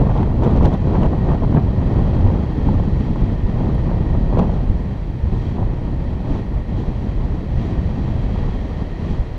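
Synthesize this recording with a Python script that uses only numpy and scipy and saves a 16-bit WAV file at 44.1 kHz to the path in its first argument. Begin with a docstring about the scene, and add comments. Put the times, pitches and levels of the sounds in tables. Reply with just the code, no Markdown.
"""High above the sea, air streams past a small camera carried by a paraglider pilot.
Eddies buffet the microphone port with a deep rumble and tear into a brighter roar in gusts.
The airflow hisses through the housing's cavities, whistles in the lines and swishes over fabric.
Single eddies slap and thump, the hardest gusts crackle, and the harness gear ticks and knocks."""
import sys
import numpy as np
from scipy import signal
from scipy.fft import rfft, irfft, next_fast_len
from scipy.io import wavfile
from scipy.ndimage import uniform_filter1d, minimum_filter1d, map_coordinates

SR = 44100
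rng = np.random.default_rng(int(sys.argv[2]) if len(sys.argv) > 2 else 0)


def generate_wav(sig):
    """Save sig (samples, or channels by samples) to the path in sys.argv[1] as 16-bit PCM at SR."""
    pcm = np.round(np.clip(np.atleast_2d(sig).T, -1, 1) * 32767).astype(np.int16)
    wavfile.write(sys.argv[1], SR, pcm)


N = 413658


def amp(db):
    """Decibels to gain."""
    return 10 ** (np.asarray(db) / 20)


def unit(x):
    """x scaled to rms 1."""
    return x / np.sqrt(np.mean(x ** 2) + 1e-20)


def shape(points, hz):
    """Gain of an EQ curve: (freq_hz, level_db) points joined on a log axis."""
    point_hz, db = np.transpose(points)
    return amp(np.interp(np.log(hz + 1), np.log(point_hz + 1), db))


def curves(rows):
    """One automation curve for each column after time_s."""
    times, *columns = np.transpose(rows)
    return [np.interp(np.arange(N) / SR, times, column) for column in columns]


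def swells(rows, squareness=2.54):
    """Sum of rounded (centre_s, width_s, height) swells; squareness above 2 flattens their tops."""
    t = np.arange(N) / SR
    out = np.zeros(N)
    for centre, width, height in rows:
        near = slice(*np.searchsorted(t, [centre - 4 * width, centre + 4 * width]))
        out[near] += height * np.exp(-np.abs((t[near] - centre) / width) ** squareness / 2)
    return out


def bursts(rows, attack_s):
    """Envelope of (start_s, level_db, t60_s) hits that rise fast and die away."""
    t = np.arange(SR // 10) / SR
    out = np.zeros(N + SR)
    for start, db, t60 in rows:
        out[round(start * SR):][:len(t)] += amp(db - 60 * t / t60) * (1 - np.exp(-t / attack_s))
    return out[:N]


def wobble(rate):
    """A smooth random curve, rate knots a second."""
    knots = rng.standard_normal(int(N * rate / SR) + 4)
    return map_coordinates(knots, [np.arange(N) * rate / SR])


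def filtered(x, response):
    """x through a filter whose gain is response(hz)."""
    size = next_fast_len(N + SR // 2)
    return irfft(rfft(x, size) * response(np.fft.rfftfreq(size, 1 / SR)), size)[:N]


def muffled(x, edge_hz, order):
    """x with its treble rolled off above edge_hz."""
    return filtered(x, lambda hz: 1 / (1 + (hz / edge_hz) ** order))


def noise(response):
    """Coloured noise of rms 1."""
    return unit(filtered(rng.standard_normal(N), response))


def turbulence(spectrum, size):
    """Coloured noise levelled over size samples, so that an envelope sets its swells."""
    x = noise(lambda hz: shape(spectrum, hz))
    power = uniform_filter1d(uniform_filter1d(x ** 2, size), size)
    return x / np.sqrt(np.abs(power) + 1e-9)


def flow(hiss_lull_share=0.34):
    """Level rides in dB for roar, flutter, rumble and hiss: slow wind with gusts and lulls."""
    # turbulence between gusts: time_s, roar_db, flutter_db, rumble_db
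    wind = [(0.0, -25.5, -19, -18.5), (0.42, -30, -22.5, -17.5), (1.17, -30.5, -21.5, -20),
            (1.36, -32.5, -22, -17), (2.24, -28.5, -22.5, -18), (2.45, -29.5, -24.5, -18),
            (2.87, -32, -23, -19), (3.21, -32.5, -24.5, -22), (4.31, -31, -23.5, -16.5),
            (5.04, -37.5, -31.5, -24.5), (5.43, -35, -29, -22), (7.5, -35, -28, -22.5),
            (7.68, -34.5, -25.5, -23.5), (8.28, -33, -27.5, -20), (9.38, -36, -35, -27.5)]
    # the smooth airstream: time_s, hiss_db
    airflow = [(0.0, -53.5), (0.44, -54), (0.55, -52), (1.75, -53.5), (1.96, -51.5), (4.41, -53.5),
               (5.14, -55.5), (5.49, -53.5), (5.59, -55), (6.65, -54.5), (7.05, -53), (7.45, -54),
               (7.63, -52.5), (7.73, -52.5), (8.41, -51), (9.12, -53.5), (9.38, -53.5)]
    # gusts that swell and fade evenly: centre_s, width_s, roar_lift_db, flutter_lift_db, hiss_lift_db
    gusts = [(0.0, .02, 4.5, 2, 2.5), (0.17, 0.046, 4, 0, 2.5), (0.459, 0.037, 10, 3.5, 2),
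             (0.57, 0.018, 8.5, 3, 0), (0.652, 0.027, 11, 8, 0), (0.737, .015, 6.5, -0.5, 0),
             (0.95, 0.045, 6.5, 3.5, 1), (1.045, 0.02, 10.5, 4.5, -0.5), (1.14, 0.016, 4.5, -0.5, 0),
             (1.31, 0.055, 8.5, -0.5, 1), (1.44, 0.0095, 9, 2.5, 1.5), (1.571, .025, 8, 6.5, 0.5),
             (1.99, .02, 3.5, 5.5, 0), (2.33, 0.062, 1.5, 0.5, -0.5), (2.68, 0.042, 2, 5.5, 0.5),
             (3.041, .025, 0, 2, 2), (3.22, 0.019, 3, 5, 1), (3.66, .05, 4, 3.5, 0.5),
             (4.396, 0.045, 10, 6.5, 1), (4.55, .05, 4, 1.5, 1), (5.34, 0.03, 3.5, 5, 0.5),
             (5.45, 0.09, 0, 1, 1.5), (5.6, 0.036, 6, 2.5, -0.5), (6.345, 0.06, 4, 4, 3.5),
             (6.81, 0.041, 1.5, 2, 2.3), (7.65, 0.076, 2, 1, 2), (8.81, 0.01, 2.5, -0.5, 1),
             (9.1, 0.065, 2, 7.5, 3)]
    # brief swells and dips in the rumble alone: centre_s, width_s, change_db
    rumble_moves = [(0.55, .05, 2.5), (1.33, 0.025, 2.5), (1.6, .025, -8), (2.0, 0.048, 0.5),
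                    (2.27, 0.038, 6.5), (2.76, 0.033, 3.5), (3.23, 0.014, 5.5), (3.45, 0.014, 8),
                    (4.12, 0.025, 2), (4.27, 0.019, -0.5), (4.49, 0.01, 4.5), (4.61, 0.018, 4.5),
                    (4.7, 0.015, 5.5), (5.25, 0.017, 6.5), (5.37, 0.022, 6), (5.65, 0.052, 5.5),
                    (6.03, 0.028, 3), (6.3, 0.022, 2.5), (6.55, 0.025, 6), (6.74, 0.025, 3.5),
                    (6.88, 0.016, 7), (7.18, 0.014, 7.5), (7.56, 0.027, 8.5), (7.82, 0.053, 4),
                    (8.12, 0.022, 2), (9.12, 0.013, 9.5), (9.2, .015, 9.5)]
    # brief lulls in the whole wind: centre_s, width_s, depth_db
    lulls = [(0.33, 0.065, 1), (0.8, 0.021, 3.5), (1.39, 0.017, 2), (2.5, 0.06, 2.5), (3.42, 0.034, 3),
             (5.16, 0.022, 1.5), (6.46, 0.045, 2.5), (6.65, .025, 3), (7.47, 0.032, 1.5), (8.93, 0.044, 1),
             (9.3, 0.046, 1)]
    roar_db, flutter_db, rumble_db = curves(wind)
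    roar_lift, flutter_lift, hiss_lift = [swells(np.asarray(gusts)[:, [0, 1, c]]) for c in (2, 3, 4)]
    dip_db = swells(lulls)
    return (roar_db + roar_lift - dip_db,
            flutter_db + flutter_lift - dip_db,
            rumble_db + swells(rumble_moves) - dip_db,
            curves(airflow)[0] + hiss_lift - hiss_lull_share * dip_db)


def rumble(flow_db, level_db=1.0, lump_db=1.78, lump_rate=18):
    """Large slow eddies rumble on the port in uneven lumps."""
    # deep bass of the large eddies: freq_hz, level_db
    colour = [(8, -22), (22, -2.5), (38, 0), (65, -1.5), (100, -5), (135, -15.5), (220, -36.5), (500, -100)]
    return amp(flow_db + level_db + lump_db * wobble(lump_rate)) * turbulence(colour, size=3000)


def flutter(flow_db, eddies, level_db=2.5, eddy_db=2.0, lump_db=0.53, lump_rate=28):
    """Smaller, quicker eddies flutter above the rumble."""
    # upper bass of the small eddies: freq_hz, level_db
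    colour = [(50, -37.5), (90, -4.5), (125, 1), (200, -2.5), (290, -9.5), (380, -16), (600, -35),
              (1500, -100)]
    envelope = amp(flow_db + level_db + eddy_db * eddies + lump_db * wobble(lump_rate))
    return envelope * turbulence(colour, size=2200)


def roar(flow_db, eddies, level_db=-1, eddy_depth=0.76, tear_depth=1.52, ragged_per_db=0.039):
    """Flow tears off the housing in quick irregular spurts, more ragged the harder it blows."""
    # midrange body of the tearing flow: freq_hz, level_db
    colour = [(150, -44.5), (280, -2.5), (380, 0.5), (520, -1.5), (700, -5), (930, -7), (1150, -14),
              (1450, -23), (2000, -33), (3000, -39), (5000, -54.5), (9000, -77)]
    ragged = 1 + ragged_per_db * (flow_db - flow_db.mean())
    spurts = unit(amp(ragged * (eddy_depth * eddies + tear_depth * wobble(260))))
    return amp(flow_db + level_db) * spurts * turbulence(colour, size=1200)


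def housing(hz):
    """The housing's cavities lift narrow bands of the air that passes them."""
    # cavity resonances: centre_hz, width_hz, lift_db
    cavities = [(1900, 250, 2.5), (2540, 180, 2.5), (3220, 280, 5.5), (3950, 300, 5), (4230, 120, 2.5),
                (4600, 200, 1.5), (5660, 90, 7)]
    return amp(sum(db / (1 + (2 * (hz - centre) / width) ** 2) for centre, width, db in cavities))


def hiss(flow_db, eddies, level_db=4.0, eddy_db=.5, brighten=0.42):
    """The airstream hisses through the housing's cavities; faster flow lifts the treble most."""
    # the airstream ahead of the cavities: freq_hz, level_db
    colour = [(600, -25.5), (1100, 1.5), (1550, 1.5), (2100, 2.5), (2850, -3), (3650, -7), (4600, -7.5),
              (5150, -13.5), (6300, -15), (7200, -21), (9000, -32.5), (15000, -48)]
    air = noise(lambda hz: shape(colour, hz) * housing(hz))
    treble = filtered(air, lambda hz: hz ** 6 / (hz ** 6 + 2800 ** 6))
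    tilt = amp(brighten * (flow_db - flow_db.mean()) / 2)
    return amp(flow_db + level_db + eddy_db * eddies) * (treble * tilt + (air - treble) / tilt)


def whistle(pitch_hz=1868, width_hz=90, drift_hz=7, level_db=-2, waver_db=1):
    """The taut lines shed vortices: a breathy whistle that swells and drifts a little in pitch."""
    # air whistling past the suspension lines: time_s, level_db
    ride = [(0.0, -51), (0.3, -55), (0.6, -51), (1.1, -51.5), (1.32, -47), (1.66, -55), (1.82, -48.5),
            (2.2, -51), (3.4, -50.5), (4.45, -50.5), (4.68, -56), (4.83, -47.5), (4.97, -57), (5.4, -52.5),
            (5.8, -54.5), (6.85, -52.5), (7.48, -56), (7.62, -49), (7.9, -54), (8.3, -51), (8.8, -49.5),
            (9.12, -50.5), (9.38, -54)]
    band = noise(lambda hz: 1 / (1 + ((hz - pitch_hz) / width_hz) ** 2))
    drift = np.exp(2j * np.pi * np.cumsum(drift_hz * wobble(3)) / SR)
    tone = np.real(signal.hilbert(band, next_fast_len(N))[:N] * drift)  # slides the whole band
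    return amp(curves(ride)[0] + level_db + waver_db * wobble(9)) * tone


def sough(flow_db, centre_hz=3230, width_hz=150, level_db=-10.5, surge=2.5, waver_db=1):
    """A higher, broader note of the airstream that speaks mostly when the flow surges."""
    band = noise(lambda hz: 1 / (1 + ((hz - centre_hz) / width_hz) ** 2))
    steady_db = uniform_filter1d(flow_db, SR)
    return amp(steady_db + level_db + surge * (flow_db - steady_db) + waver_db * wobble(4.6)) * band


def noise_floor(level_db=-74.5):
    """A faint, steady high hiss lies under the wind."""
    # thin bed of treble: freq_hz, level_db
    colour = [(2000, -12.5), (8000, 2.5), (12500, -1), (14000, -7), (15200, -12.5)]
    return amp(level_db) * noise(lambda hz: shape(colour, hz))


def pops(grain_db=1.8):
    """The hardest gusts break at the port in short, grainy crackles that ring the housing."""
    # sharp pops of air at the port: start_s, level_db, t60_s
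    hits = [(0.092, -39, .009), (0.1765, -34, .009), (0.2294, -34, .009), (0.435, -39, .08),
            (0.447, -39, .009), (0.5095, -32, .009), (0.562, -40, .05), (0.573, -36, .012),
            (0.626, -42, .08), (0.642, -37, .04), (0.647, -34, .012), (0.6502, -27.5, 0.022),
            (0.6572, -24.5, 0.008), (0.6645, -33, .009), (0.676, -35, .008), (0.6845, -37, .007),
            (0.728, -42, .03), (0.739, -36, .02), (0.754, -38, .009), (1.019, -39, .015),
            (1.031, -36.5, .035), (1.057, -39, .03), (4.3648, -37, .005), (4.3865, -36, .02),
            (4.3915, -32, 0.012), (4.3968, -29, .01), (4.4475, -39, .006)]
    # bright crackle: freq_hz, level_db
    colour = [(200, -15), (700, 6), (1400, 4), (2300, 5), (3200, 7), (4000, -1.5), (4700, -7.5),
              (5700, -6), (8000, -16), (11000, -36), (15000, -54)]
    grains = unit(amp(grain_db * wobble(440)))
    return bursts(hits, attack_s=.0004) * grains * turbulence(colour, size=100)


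def flaps(flow_db, level_db=2, slap_t60_s=0.019, puff_t60_s=.03, stray_count=4, stray_db=-1):
    """Eddies hit the housing with a dull slap and a breathy puff; stray slaps follow the wind's level."""
    # eddies breaking on the housing: start_s, level_db, puff_over_slap_db
    hits = [(0.095, -17, -24), (0.229, -15.5, -15), (0.609, -14.5, -16), (0.643, -13, -18),
            (0.650, -12.5, -18), (0.664, -14.5, -17), (0.871, -18, -23), (0.952, -19, -11),
            (1.030, -15.5, -12), (1.059, -19.5, -11), (1.131, -17.5, -24), (1.421, -18, -24),
            (1.525, -18, -18), (1.547, -16.5, -19), (1.560, -24, -10), (1.5695, -13, -12),
            (1.580, -19.5, -14), (1.901, -19, -24), (1.992, -21.5, -22), (2.264, -20, -16),
            (2.301, -16, -23), (2.798, -19, -24), (3.158, -19, -23), (3.913, -16.5, -22),
            (4.150, -16.5, -28), (4.326, -20, -22), (4.390, -13, -30), (4.396, -12, -30), (4.412, -16, -26),
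            (4.427, -17, -26), (4.494, -23, -22), (5.582, -22.5, -22), (5.628, -20, -22), (6.051, -23, -21),
            (6.271, -24, -21), (8.360, -23, -23), (8.488, -22.5, -24)]
    # slap and puff: freq_hz, level_db
    slap_colour = [(150, -30), (350, 0), (550, 7.5), (950, 3), (1200, -8), (1600, -28), (3000, -44),
                   (6000, -73)]
    puff_colour = [(600, -25), (1100, -2), (1550, 0), (2000, -6), (2700, -17), (4000, -30), (8000, -60)]
    strays = [(when * N / SR, stray_db + flow_db[int(when * N)] + 5 * strength, slap_t60_s)
              for when, strength in rng.random((stray_count, 2))]
    slap_hits = [(start, db, slap_t60_s) for start, db, _ in hits] + strays
    puff_hits = [(start, db + puff_db, puff_t60_s) for start, db, puff_db in hits]
    slaps = bursts(slap_hits, attack_s=0.00079) * turbulence(slap_colour, size=150)
    puffs = bursts(puff_hits, attack_s=0.0017) * turbulence(puff_colour, size=150)
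    return amp(level_db) * (muffled(slaps, edge_hz=1250, order=12) + muffled(puffs, edge_hz=3000, order=6))


def clicks(t60_s=0.0052, level_db=-2):
    """Short bright clicks: two very high ticks and one sharp pop of air."""
    # snaps of band noise: start_s, level_db, pitch_hz, width_hz
    hits = [(0.260, -47, 10700, 900), (3.159, -41, 4500, 2300), (3.7468, -43, 10900, 1400)]
    out = np.zeros(N)
    for start, db, pitch_hz, width_hz in hits:
        band = noise(lambda hz: np.exp(-((hz - pitch_hz) / width_hz) ** 2 / 2))
        out += bursts([(start, db + level_db, t60_s)], attack_s=0.00034) * band
    return out


def thumps(level_db=-3):
    """A big eddy sucks at the port, then pushes: one soft swing of pressure."""
    # single big eddies: centre_s, level_db, half_swing_s
    hits = [(0.65, 1.5, 0.0028), (0.668, -14, 0.0012), (1.065, -7, 0.0043), (1.579, -1, 0.0014),
            (2.259, -9, 0.0059), (3.225, -1.5, 0.002), (4.119, -12, 0.0054), (4.398, -7, 0.0011),
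            (5.661, -6.5, 0.0047), (7.163, -19, 0.003), (8.823, -8.5, 0.0013), (9.108, -15, 0.0034),
            (9.204, -7.5, 0.0051)]
    t = np.arange(N) / SR
    out = np.zeros(N)
    for centre, db, half_swing in hits:
        near = np.abs(t - centre) < 10 * half_swing
        swing = (t[near] - centre) / half_swing
        out[near] += amp(db + level_db) * swing * np.exp((1 - swing ** 2) / 2)
    return out


def knock(attack_s=0.0018):
    """A piece of gear bumps once and rings briefly in one hollow mode."""
    # bump of harness gear: start_s, level_db, pitch_hz, t60_s
    hits = [(2.688, -6, 860, 0.017)]
    t = np.arange(N) / SR
    return sum(bursts([(start, db, t60)], attack_s) * np.sin(2 * np.pi * pitch_hz * (t - start))
               for start, db, pitch_hz, t60 in hits)


def swishes(rustle_db=1.2, rustle_rate=120):
    """Air sweeps over fabric with a soft, slightly rustling swish."""
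    # gusts brushing the sleeve and harness: centre_s, width_s, level_db
    sweeps = [(5.42, .09, -65.5), (6.345, .05, -64), (6.81, .055, -65), (7.66, .055, -63), (9.09, .06, -63)]
    # airy sheen of the cloth: freq_hz, level_db
    colour = [(1200, -20), (2000, 0), (3000, 3), (4200, -3), (5800, -1), (7000, -6), (8600, -14),
              (10000, -18), (12000, -18), (14000, -30)]
    envelope = swells([(centre, width, amp(db)) for centre, width, db in sweeps])
    return envelope * amp(rustle_db * wobble(rustle_rate)) * noise(lambda hz: shape(colour, hz))


def scene():
    """Open air without echoes, in mono: the same gusts and eddies shake flutter, roar and hiss."""
    eddies = wobble(90)
    roar_db, flutter_db, rumble_db, hiss_db = flow()
    low_end = rumble(rumble_db) + flutter(flutter_db, eddies)
    rush = roar(roar_db, eddies) + hiss(hiss_db, eddies)
    bed = noise_floor()
    bumps = flaps(roar_db) + pops() + thumps() + knock() + clicks()
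    return (low_end + rush + bumps + swishes() + whistle() + sough(hiss_db) + bed)[None]


def record(dry, ceiling=0.8, hold_s=.004, top_hz=15400):
    """A fast limiter holds down the hardest buffets; the camera keeps nothing above its band limit."""
    hold = int(hold_s * SR)
    needed_gain = ceiling / np.maximum(np.abs(dry[0]), ceiling)
    held_gain = minimum_filter1d(needed_gain, 2 * hold)
    smooth_gain = uniform_filter1d(uniform_filter1d(held_gain, hold), hold)
    return filtered(dry[0] * smooth_gain, lambda hz: hz < top_hz)[None]


dry = scene()
out = record(dry)
generate_wav(out)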